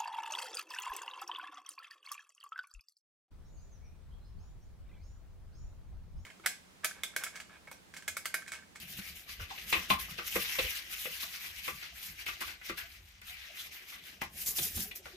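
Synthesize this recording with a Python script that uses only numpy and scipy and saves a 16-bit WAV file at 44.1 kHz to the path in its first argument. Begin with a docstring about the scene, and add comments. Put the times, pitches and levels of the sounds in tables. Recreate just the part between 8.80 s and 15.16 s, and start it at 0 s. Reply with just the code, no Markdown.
"""A stiff brush scrubs a wet toilet bowl in quick short strokes: random bristle flicks, filtered into
a dull rasp and a bright hiss. Knocks of the brush head ring bowl modes with bursts of noise; sharp cracks
are decaying sines with noise snaps. Trapped air glugs as short rising sines; water sloshes as patchy flicks.
Shoves thump in low noise bands over rumble and a quiet noise floor; a small hard room echoes the bowl."""
import sys
import numpy as np
from scipy import signal
from scipy.fft import rfft, irfft, next_fast_len
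from scipy.io import wavfile

SR = 44100
rng = np.random.default_rng(int(sys.argv[2]) if len(sys.argv) > 2 else 0)


def digitize_waveform(pressure):
    """Quantize a signal to 16-bit integers and store it at the path in sys.argv[1].

    Rows of a 2-D input are taken as channels; values are limited to [-1, 1].
    """
    field = np.atleast_2d(pressure).T
    bounded = np.clip(field, -1, 1)
    quanta = np.round(bounded * 32767).astype(np.int16)
    wavfile.write(sys.argv[1], SR, quanta)


N = 280476

# brush strokes: (fastest sweep [s], rasp level [dB], hiss level [dB], hiss rise [s], hiss fade [s])
STROKES = [(0.011, -49, -48.5, 0.029, 0.019), (0.126, -47.5, -47, 0.033, 0.016),
           (0.183, -46, -44.5, 0.0089, 0.015), (0.291, -47.2, -49, 0.05, 0.021),
           (0.368, -52, -49.5, 0.015, 0.037), (0.502, -45.5, -49.5, 0.012, 0.029),
           (0.622, -47.4, -54, 0.018, 0.017), (0.71, -46, -66, 0.0076, 0.029),
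           (0.835, -47.5, -53, 0.079, 0.027), (0.913, -42, -41, 0.019, 0.029),
           (0.971, -39.0, -46.5, 0.016, 0.047), (1.105, -39, -39.5, 0.0059, 0.024),
           (1.199, -40.5, -42, 0.0053, 0.028), (1.3, -46.5, -49.6, 0.007, 0.03),
           (1.388, -41.5, -56, 0.0079, 0.014), (1.479, -39.5, -37, 0.011, 0.0055),
           (1.565, -38.5, -37, 0.037, 0.014), (1.604, -41.5, -39.5, 0.0052, 0.026),
           (1.664, -40, -58.5, 0.014, 0.0088), (1.815, -39.0, -43, 0.15, 0.094),
           (1.906, -40, -40.5, 0.011, 0.0063), (1.97, -39, -43, 0.013, 0.016),
           (2.132, -42, -42.5, 0.02, 0.012), (2.216, -42.5, -41.5, 0.032, 0.049),
           (2.325, -45.5, -48, 0.022, 0.16), (2.423, -39.5, -42, 0.0096, 0.019),
           (2.543, -44.5, -52, 0.013, 0.029), (2.628, -43.5, -45.5, 0.013, 0.042),
           (2.793, -45.5, -50, 0.032, 0.012), (2.861, -41.5, -43.5, 0.017, 0.035),
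           (2.95, -57.5, -54, 0.043, 0.057), (3.029, -45.5, -55.5, 0.03, 0.035),
           (3.17, -49, -52, 0.017, 0.033), (3.236, -44.5, -44, 0.011, 0.047),
           (3.399, -44, -50.5, 0.013, 0.024), (3.463, -43.5, -49, 0.003, 0.052),
           (3.61, -40.5, -44, 0.0025, 0.017), (3.679, -44.5, -50, 0.027, 0.03),
           (3.865, -46, -51.9, 0.016, 0.0098), (3.897, -43.5, -53, 0.015, 0.016),
           (3.979, -42.5, -43, 0.0043, 0.018), (4.14, -54.5, -61.5, 0.15, 0.029),
           (4.296, -61.5, -66, 0.068, 0.031), (4.494, -48, -51, 0.023, 0.029),
           (4.61, -48, -59.5, 0.026, 0.062), (4.801, -43.5, -47.5, 0.025, 0.035),
           (4.868, -47.5, -51.5, 0.013, 0.0099), (4.923, -48.5, -55, 0.0057, 0.076),
           (5.101, -49, -53, 0.015, 0.043), (5.266, -49, -54, 0.02, 0.039),
           (5.417, -42.5, -50, 0.0025, 0.02), (5.621, -49, -38.5, 0.029, 0.016),
           (5.677, -51, -31.5, 0.011, 0.028), (5.791, -43.5, -31.5, 0.021, 0.011),
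           (5.83, -45, -33.5, 0.015, 0.042), (5.966, -48.8, -36.5, 0.013, 0.025),
           (6.005, -49, -37.5, 0.0072, 0.035), (6.161, -54.5, -43, 0.0048, 0.014),
           (6.262, -56, -62.5, 0.018, 0.055)]
# relative spectra of rasp and hiss: (frequency [Hz], density [dB per Hz])
RASP_SPECTRUM = [(500, -26), (900, -19), (1400, -10), (2000, -0.5), (2500, 0.5), (3200, -1.5), (4500, -6),
                 (6500, -9), (8500, -46)]
HISS_SPECTRUM = [(1500, -18.5), (3500, -13), (6200, -0.5), (8000, -9.5), (10000, -2.5), (12500, -1.5),
                 (14500, 3), (16000, -12), (18000, -20)]
REST_RASP_DB, REST_HISS_DB = -66, -85   # brush barely moving
RASP_SLOWNESS = 1.234   # rasp rise and fade times over those of the hiss

# brush head on porcelain: (time [s], hollow level [dB], hollow centre [Hz], rim level [dB], rim centre [Hz],
# upper level [dB], upper centre [Hz], scuff peak [dB], scuff t60 [s])
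KNOCKS = [(0.184, -57, 172, -51.5, 1510, -62, 3990, -45, 0.081),
          (0.476, -85, 180, -60, 1250, -64, 3100, -59, 0.29),
          (0.594, -66.5, 591, -60, 1520, -51.5, 1560, -60, 0.18),
          (0.705, -76, 640, -43, 926, -61, 2900, -61, 0.094),
          (0.775, -80, 400, -73, 1400, -46, 2640, -65, 0.1),
          (0.924, -48, 374, -37, 1040, -27.5, 2560, -25.5, 0.18),
          (1.102, -50, 169, -26, 996, -28.5, 2670, -29, 0.14),
          (1.281, -79, 175, -54, 1160, -67, 2260, -55, .065),
          (1.383, -57.5, 399, -43.5, 1380, -44, 2340, -45, 0.15),
          (1.552, -41.5, 425, -42.5, 1180, -34.5, 2120, -26.5, 0.066),
          (1.751, -77, 574, -59, 1120, -43, 2030, -53, 0.074),
          (1.783, -43, 500, -46, 1030, -32, 2720, -27, 0.074),
          (1.843, -57, 513, -68, 1400, -45, 2860, -44, 0.071),
          (2.253, -54.5, 503, -51, 1420, -40.5, 2480, -45, 0.093),
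          (2.428, -69, 270, -47, 1300, -52, 3600, -48, 0.058),
          (2.537, -90, 186.4, -75, 1410, -51, 1900, -56, .07),
          (2.639, -94, 546, -57, 1240, -48, 2240, -59, 0.18),
          (2.877, -54, 437, -40.5, 1240, -38.5, 2390, -34, 0.098),
          (3.024, -75, 300, -54, 1490, -50, 2300, -54, 0.069),
          (3.463, -92, 237, -65, 1500, -38, 2400, -49, 0.075),
          (3.482, -69, 348, -43, 1355, -40, 2470, -53, .11),
          (3.612, -61, 318, -50, 1170, -42, 1680, -36, 0.1),
          (3.675, -78, 361, -50.5, 1530, -48, 2540, -38.5, 0.27),
          (3.811, -85, 172, -79, 1470, -51.5, 2000, -63, 0.15),
          (3.894, -47, 331, -44.5, 1290, -40, 2080, -37, 0.096),
          (3.974, -91, 366, -44.5, 1690, -47, 2280, -51, 0.27),
          (4.414, -94, 172, -65, 1390, -56, 2280, -46, 0.092),
          (4.49, -92, 172, -79, 711, -52, 2240, -67, 0.57),
          (5.119, -82, 272, -62, 1270, -51.5, 2020, -50, 0.3),
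          (5.417, -52, 290.5, -36.5, 950, -38.5, 2100, -36.5, 0.048),
          (5.663, -74, 188, -63, 1160, -69, 3730, -44, 0.42),
          (5.784, -54, 367, -54, 720, -41.5, 3100, -29, 0.07),
          (5.967, -55.5, 184, -63, 773, -56, 3000, -35.5, 0.22),
          (6.11, -84, 216, -76, 1060, -44, 2560, -61, 0.066),
          (6.255, -59.5, 595, -54, 1370, -54, 1970, -43, .12)]
# bowl modes: (frequency [Hz], level [dB], t60 before the cycle limit [s])
BOWL_MODES = [(200, 17, 0.048), (253, -8, 0.21), (342, 6, 0.083), (397, -4.5, 0.068), (479.6, 8.5, 0.054),
              (513.7, 9.5, 0.054), (592, 1, 0.13), (777, 7.5, 0.057), (894, -7.5, 0.083),
              (1056.5, 4.5, 0.12), (1176, 5, 0.064), (1340, -5, 0.044), (1437, 1.5, 0.028), (1524, 0, 0.06),
              (1660, -2, 0.041), (1960, -0.5, 0.038), (2042, -1, 0.061), (2158, -0.5, 0.043),
              (2450, -4, 0.044), (2367, -1.5, 0.023), (2576, 2.5, 0.019), (2840, -3, 0.058),
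              (2920, -2.5, 0.073), (3147, -3, 0.028), (3220, -41.5, 0.0093), (3470, 7, 0.032),
              (3890, 8.5, 0.012), (3920, 11.5, 0.059), (4330, 15, 0.016)]
# spread of a blow around its centre: hollow, rim, upper [octaves]
REACH_OCTAVES = [0.35, 0.17, 0.3]
CONTACT_RISE_S, CUSHIONED_RISE_S = 0.0013, 0.0061   # bare, through the bristles
ONSET_DB, ONSET_T60_S = -5, 0.03   # shorter decay added to each contact
LONGEST_RING_CYCLES = 60   # the brush resting on the glaze damps the modes

# sharp cracks, many at the start of a knock: (time [s], click level [dB], click frequency [Hz], snap level [dB])
CRACKS = [(0.4767, -49, 3320, -56), (0.7048, -34, 2900, -45), (0.9409, -33, 2430, -50),
          (1.1029, -8.5, 2920, -29), (1.382, -48, 2210, -58), (1.7896, -36, 2740, -32),
          (2.878, -49, 2090, -51), (3.1577, -52, 2710, -46), (3.464, -53, 2720, -42),
          (3.6121, -28, 1690, -47), (3.674, -38, 2540, -46), (3.815, -58, 2230, -61),
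          (3.9764, -43, 2550, -44), (4.415, -51, 2320, -44), (5.4177, -19.5, 2130, -28),
          (5.6615, -43, 3970, -23), (5.7842, -23, 4900, -24), (6.114, -53, 2630, -40),
          (6.2571, -33, 1990, -48)]
CLICK_T60_S, SNAP_T60_S = 0.0029, 0.021

# air trapped in the water: (middle [s], peak level [dB], pitch at the middle [Hz], length [s])
GLUGS = [(2.448, -55, 670, 0.024), (2.485, -67.5, 724, 0.094), (2.583, -59, 1150, .03),
         (3.132, -63.5, 690, 0.037), (4.05, -62, 678, 0.064), (4.512, -63, 726, 0.081),
         (4.707, -62.5, 597, 0.071), (4.705, -57, 683, 0.023), (5.715, -58, 417, .04),
         (5.818, -39, 168, 0.025), (5.83, -50.5, 734, .035), (5.87, -53, 420, 0.038),
         (5.979, -58, 774, 0.024), (5.995, -47, 169, 0.044), (6.06, -60, 754, .04),
         (6.083, -57.5, 420, 0.086), (6.2, -57, 378, 0.043), (6.207, -61, 550, .03),
         (6.348, -50.5, 365, 0.046)]

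# sloshing water: (time [s], level [dB])
SLOSH_LEVEL = [(0.0, -68.5), (0.56, -70.5), (1.13, -61), (1.61, -71), (1.75, -66), (2.05, -72),
               (3.19, -75.5), (3.51, -68.5), (4.32, -78), (4.55, -87), (4.73, -71.5), (5.19, -71.5),
               (5.85, -63), (6.36, -68)]
# its relative spectrum: (frequency [Hz], density [dB per Hz])
SLOSH_SPECTRUM = [(200, -7.5), (330, 2.5), (500, -6.5), (750, 0.5), (1000, -14)]

# hard shoves of the brush: (time [s], level near 55 Hz [dB], level near 170 Hz [dB])
THUMPS = [(0.0, -55, -56), (0.18, -64, -52.5), (0.32, -57, -59.5), (0.61, -44, -58.5), (0.87, -76, -59),
          (0.98, -49, -49.5), (1.15, -48, -51.5), (1.32, -56, -52.5), (1.57, -52, -46), (1.83, -44.5, -57),
          (2.31, -66, -64), (2.93, -56, -57.5), (3.14, -57, -68), (3.3, -63, -57), (3.53, -58, -85),
          (3.67, -58, -84), (3.91, -57.5, -55.5), (4.03, -58, -79), (5.46, -56, -61.5), (5.81, -55, -50),
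          (5.96, -48.5, -60)]
# rumble between thumps: (time [s], level near 55 Hz [dB], level near 170 Hz [dB])
RUMBLE_LEVELS = [(0.0, -63, -64), (0.65, -62.5, -72.5), (1.1, -58, -66), (2.0, -63, -72.5),
                 (3.97, -69.5, -75), (4.07, -63, -76.5), (5.08, -70.5, -74), (5.9, -57, -64.5),
                 (6.36, -62, -77)]
THUMP_RISE_S, THUMP_FADE_S = 0.011, 0.025
RUMBLE_LUMPS_DB, RUMBLE_LUMPS_HZ = 2.5, 4

# relative spectrum of the room floor: (frequency [Hz], density [dB per Hz])
FLOOR_SPECTRUM = [(59, -29), (100, -31), (429, -20), (936, -9), (2580, -10), (6260, -13), (8060, -11),
                  (12600, -41), (15500, -12)]
FLOOR_DB = -68.5

ROOM_T60_S, WALL_CUT_HZ, ROOM_LOW_HZ, ROOM_DB = 0.21, 3550, 647, -12.5   # t60 holds for the lows
# likeness of left and right: (frequency [Hz], correlation [-1 to 1])
LIKENESS = [(60, .98), (400, .96), (650, .35), (1200, 0), (4500, .05), (8500, .72), (13000, .8)]
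# stereo balance: (frequency [Hz], left minus right [dB])
BALANCE = [(60, 0.0), (110, 0.0), (200, -0.5), (380, 0.0), (700, 1.5), (1290, 3.0), (2380, 5.0),
           (4400, 0.0), (8120, 0.0), (15000, 0.5)]
CUTOFF_HZ = 16150


def bristles():
    """Tufts catch and let go together: rasp and hiss share one flutter and the same sparse scratches."""
    s, rasp_db, hiss_db, rise_s, fade_s = np.transpose(STROKES)
    rasp_db = swells(s, rasp_db, rise_s * RASP_SLOWNESS, fade_s * RASP_SLOWNESS, REST_RASP_DB)
    hiss_db = swells(s, hiss_db, rise_s, fade_s, REST_HISS_DB)
    flutter_db = 1.1 * drift(29)
    scratches = flicks(250, spread_db=5.5)
    rasp_flicks = flicks(5000, spread_db=-1.5) + 0.5 * scratches
    rasp = coloured(rasp_flicks, RASP_SPECTRUM, patchy_db=2.5, flicker_hz=16.7)
    hiss_flicks = flicks(9000, spread_db=3.5) + 0.23 * scratches
    hiss = coloured(hiss_flicks, HISS_SPECTRUM, patchy_db=1.5, flicker_hz=27)
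    return from_db(flutter_db) * (from_db(rasp_db) * rasp + from_db(hiss_db) * hiss)


def knocks():
    """Each knock is a short scuffing contact; the spot struck picks the modes."""
    t = np.arange(SR // 4) / SR
    out = np.zeros((2, N + len(t)))
    scuff_band = signal.butter(1, [600, 5000], "band", fs=SR, output="sos")
    for s, hollow_db, hollow_hz, rim_db, rim_hz, upper_db, upper_hz, scuff_db, scuff_t60_s in KNOCKS:
        cushioned = hollow_db > rim_db - 3 and hollow_hz > 400   # blow low in the bowl
        rise_s = CUSHIONED_RISE_S if cushioned else CONTACT_RISE_S
        decay = from_db(-60 * t / scuff_t60_s) + from_db(ONSET_DB - 60 * t / ONSET_T60_S)
        contact = (1 - np.exp(-t / rise_s)) ** 2 * decay
        grit = rng.standard_normal((len(BOWL_MODES) + 1, 2, len(t)))
        blow = from_db(scuff_db) * peak_one(signal.sosfilt(scuff_band, contact * grit[-1]))
        centres_hz = np.array([hollow_hz, rim_hz, upper_hz])
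        centres_gain = from_db([hollow_db, rim_db, upper_db])
        for (hz, mode_db, t60_s), noise in zip(BOWL_MODES, grit):
            reach = np.log2(hz / centres_hz) / REACH_OCTAVES
            stirred = np.sum(centres_gain * np.exp(-reach ** 2 / 2))
            damped_t60_s = min(t60_s, LONGEST_RING_CYCLES / hz)
            mid, side = peak_one(ring(contact * noise, hz, damped_t60_s))
            blow += stirred * from_db(mode_db) * placed(mid, side, hz)
        start = round(s * SR)
        out[:, start:start + len(t)] += blow
    return out[:, :N]


def cracks():
    """A click rings out within milliseconds; splaying bristles add a bright snap that starts at once."""
    t = np.arange(SR // 8) / SR
    out = np.zeros(N + len(t))
    for s, click_db, hz, snap_db in CRACKS:
        snap_noise = rng.standard_normal(len(t)) * from_db(-60 * t / SNAP_T60_S)
        snap = peak_one(np.diff(snap_noise, prepend=0))   # differencing brightens
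        click = np.sin(2 * np.pi * hz * t) * from_db(-60 * t / CLICK_T60_S)
        start = round(s * SR)
        out[start:start + len(t)] += from_db(click_db) * click + from_db(snap_db) * snap
    return out[:N] * from_db([[1.5], [-1.5]])   # leans left


def glugs():
    """Each air pocket swells and fades on one pitch, rising a little as it shrinks."""
    t, out = np.arange(N) / SR, np.zeros(N)
    for s, peak_db, hz, length_s in GLUGS:
        since = t - s
        swell = np.exp(-(3.8 * since / length_s) ** 2)
        phase = 2 * np.pi * hz * since * (1 + 0.48 * since) + rng.uniform(0, 2 * np.pi)
        out += from_db(peak_db) * swell * np.sin(phase)
    return out


def slosh():
    """Water pushed about by the brush: patchy low-mid gurgle."""
    gurgle = coloured(flicks(600, spread_db=4.0), SLOSH_SPECTRUM, patchy_db=2.5, flicker_hz=19)
    return from_db(in_time(SLOSH_LEVEL)[0]) * gurgle


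def rumble():
    """Two low noise bands, nearly alike left and right: thumps swell over a lumpy resting level."""
    s, *thumps_db = np.transpose(THUMPS)
    bands_hz = [(37.8, 90), (138, 218.4)]
    out = 0
    for band_hz, thump_db, rest_db in zip(bands_hz, thumps_db, in_time(RUMBLE_LEVELS)):
        lumpy_db = rest_db + RUMBLE_LUMPS_DB * drift(RUMBLE_LUMPS_HZ)
        level_db = swells(s, thump_db, THUMP_RISE_S, THUMP_FADE_S, lumpy_db)
        band = signal.butter(3, band_hz, "band", fs=SR, output="sos")
        mid, side = signal.sosfilt(band, rng.standard_normal((2, N)))
        out = out + from_db(level_db) * rms_one(mid + 0.12 * side * [[1], [-1]])
    return out


def room_floor():
    """Quiet steady noise, its bands flickering slightly."""
    noise = rng.standard_normal((2, 2, N))
    return from_db(FLOOR_DB) * coloured(noise, FLOOR_SPECTRUM, patchy_db=1.5, flicker_hz=5)


def room(x):
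    """Twelve feedback delays a side, duller on every round; a high-pass thins the lows of the echoes."""
    size = next_fast_len(N + SR)
    hz = np.arange(size // 2 + 1) * SR / size
    walls = 1 / (1 + 1j * hz / WALL_CUT_HZ)
    echoes = np.zeros((2, len(hz)), complex)
    for k, lag_s in enumerate(rng.uniform(0.008, 0.035, size=24)):
        loop = from_db(-60 * lag_s / ROOM_T60_S) * walls * np.exp(-2j * np.pi * hz * lag_s)
        echoes[k % 2] += (-1) ** (k // 2) * loop / (1 - loop)
    thin = 1j * hz / (ROOM_LOW_HZ + 1j * hz)
    return irfft(echoes * thin * rfft(x, size), size)[:, :N]


def flicks(per_s, spread_db):
    """Four trains of flicks, two mid-side pairs: random moments, uneven sizes, either sign."""
    sizes = from_db(spread_db * np.minimum(rng.exponential(1, (4, N)), 3.0))
    signed = sizes * rng.choice([-1, 1], (4, N))
    hits = rng.random((4, N)) < per_s / SR
    return rms_one(signed * hits).reshape(2, 2, N) + 1e-18


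def coloured(source, spectrum, patchy_db, flicker_hz):
    """Third-octave bands, each with its own level and flicker; rms 1."""
    out, hzs = 0, np.array(spectrum)[:, 0]
    octaves = np.log2(min(hzs[-1], 19000) / hzs[0])
    edges_hz = hzs[0] * 2 ** np.arange(0, octaves, 1 / 3)
    for k, (low_hz, high_hz) in enumerate(zip(edges_hz, edges_hz[1:])):
        band = signal.butter(2, [low_hz, high_hz], "band", fs=SR, output="sos")
        mid, side = signal.sosfilt(band, source[k % 2])   # neighbours use different pairs
        hz = np.sqrt(low_hz * high_hz)
        level_db = at_hz(spectrum, hz) + patchy_db * drift(flicker_hz)
        out = out + from_db(level_db) * placed(mid, side, hz)
    return rms_one(out)


def placed(mid, side, hz):
    """A band in left and right, with the likeness and balance of its pitch."""
    alike = np.clip(at_hz(LIKENESS, hz), -1, 1)
    lean = from_db(at_hz(BALANCE, hz) / 2 * np.array([[1], [-1]]))
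    return lean * (np.sqrt(1 + alike) * mid + np.sqrt(1 - alike) * side * [[1], [-1]])


def swells(times_s, levels_db, rise_s, fade_s, rest_db):
    """Level in dB of separate swells, their powers added over a resting level."""
    t = np.arange(0, N + 64, 64) / SR   # every 64th sample
    since = t[:, None] - times_s
    scaled = np.clip(since / np.where(since < 0, rise_s, fade_s), -40, 40)
    shape = np.cosh(scaled) ** -2.0
    power = np.interp(np.arange(N) / SR, t, shape @ from_db(levels_db) ** 2)
    return 10 * np.log10(power + from_db(rest_db) ** 2)


def drift(rate_hz):
    """Slow random wander of rms 1: noise at every 40th sample through a double one-pole."""
    r = np.exp(-80 * np.pi * rate_hz / SR)
    noise = rng.standard_normal(N // 40 + 2002)
    slow = signal.lfilter([1], [1, -2 * r, r * r], noise)[2000:]   # skip the filter's settling
    return np.interp(np.arange(N) / 40, np.arange(len(slow)), rms_one(slow))


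def ring(push, hz, t60_s):
    """One mode: a unit click sets a decaying sine ringing."""
    r, w = from_db(-60 / (t60_s * SR)), 2 * np.pi * hz / SR
    return signal.lfilter([0, np.sin(w)], [1, -2 * r * np.cos(w), r * r], push + 1e-18)


def in_time(rows):
    """Each column of a curve, sample by sample."""
    s, *columns = np.transpose(rows)
    return [np.interp(np.arange(N) / SR, s, c) for c in columns]


def at_hz(points, hz):
    """A curve read on a log-frequency axis."""
    hzs, values = np.transpose(points)
    return np.interp(np.log(hz), np.log(np.maximum(hzs, 1)), values)


def from_db(db):
    """Gain of a level in dB."""
    return 10 ** (np.asarray(db) / 20)


def rms_one(x):
    """Scaled to rms 1 over all rows together."""
    return x / np.sqrt(np.mean(x ** 2) + 1e-20)


def peak_one(x):
    """Each row scaled to peak 1."""
    return x / np.abs(x).max(axis=-1, keepdims=True)


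def scene():
    """Brush and bowl with their room, water, rumble and floor."""
    bowl = bristles() + knocks() + cracks() + glugs()
    return bowl + from_db(ROOM_DB) * room(bowl) + slosh() + rumble() + room_floor()


def record(dry):
    """A steep low-pass cuts the top."""
    return signal.sosfilt(signal.cheby2(14, 70, CUTOFF_HZ, fs=SR, output="sos"), dry)


dry = scene()
out = record(dry)
digitize_waveform(out)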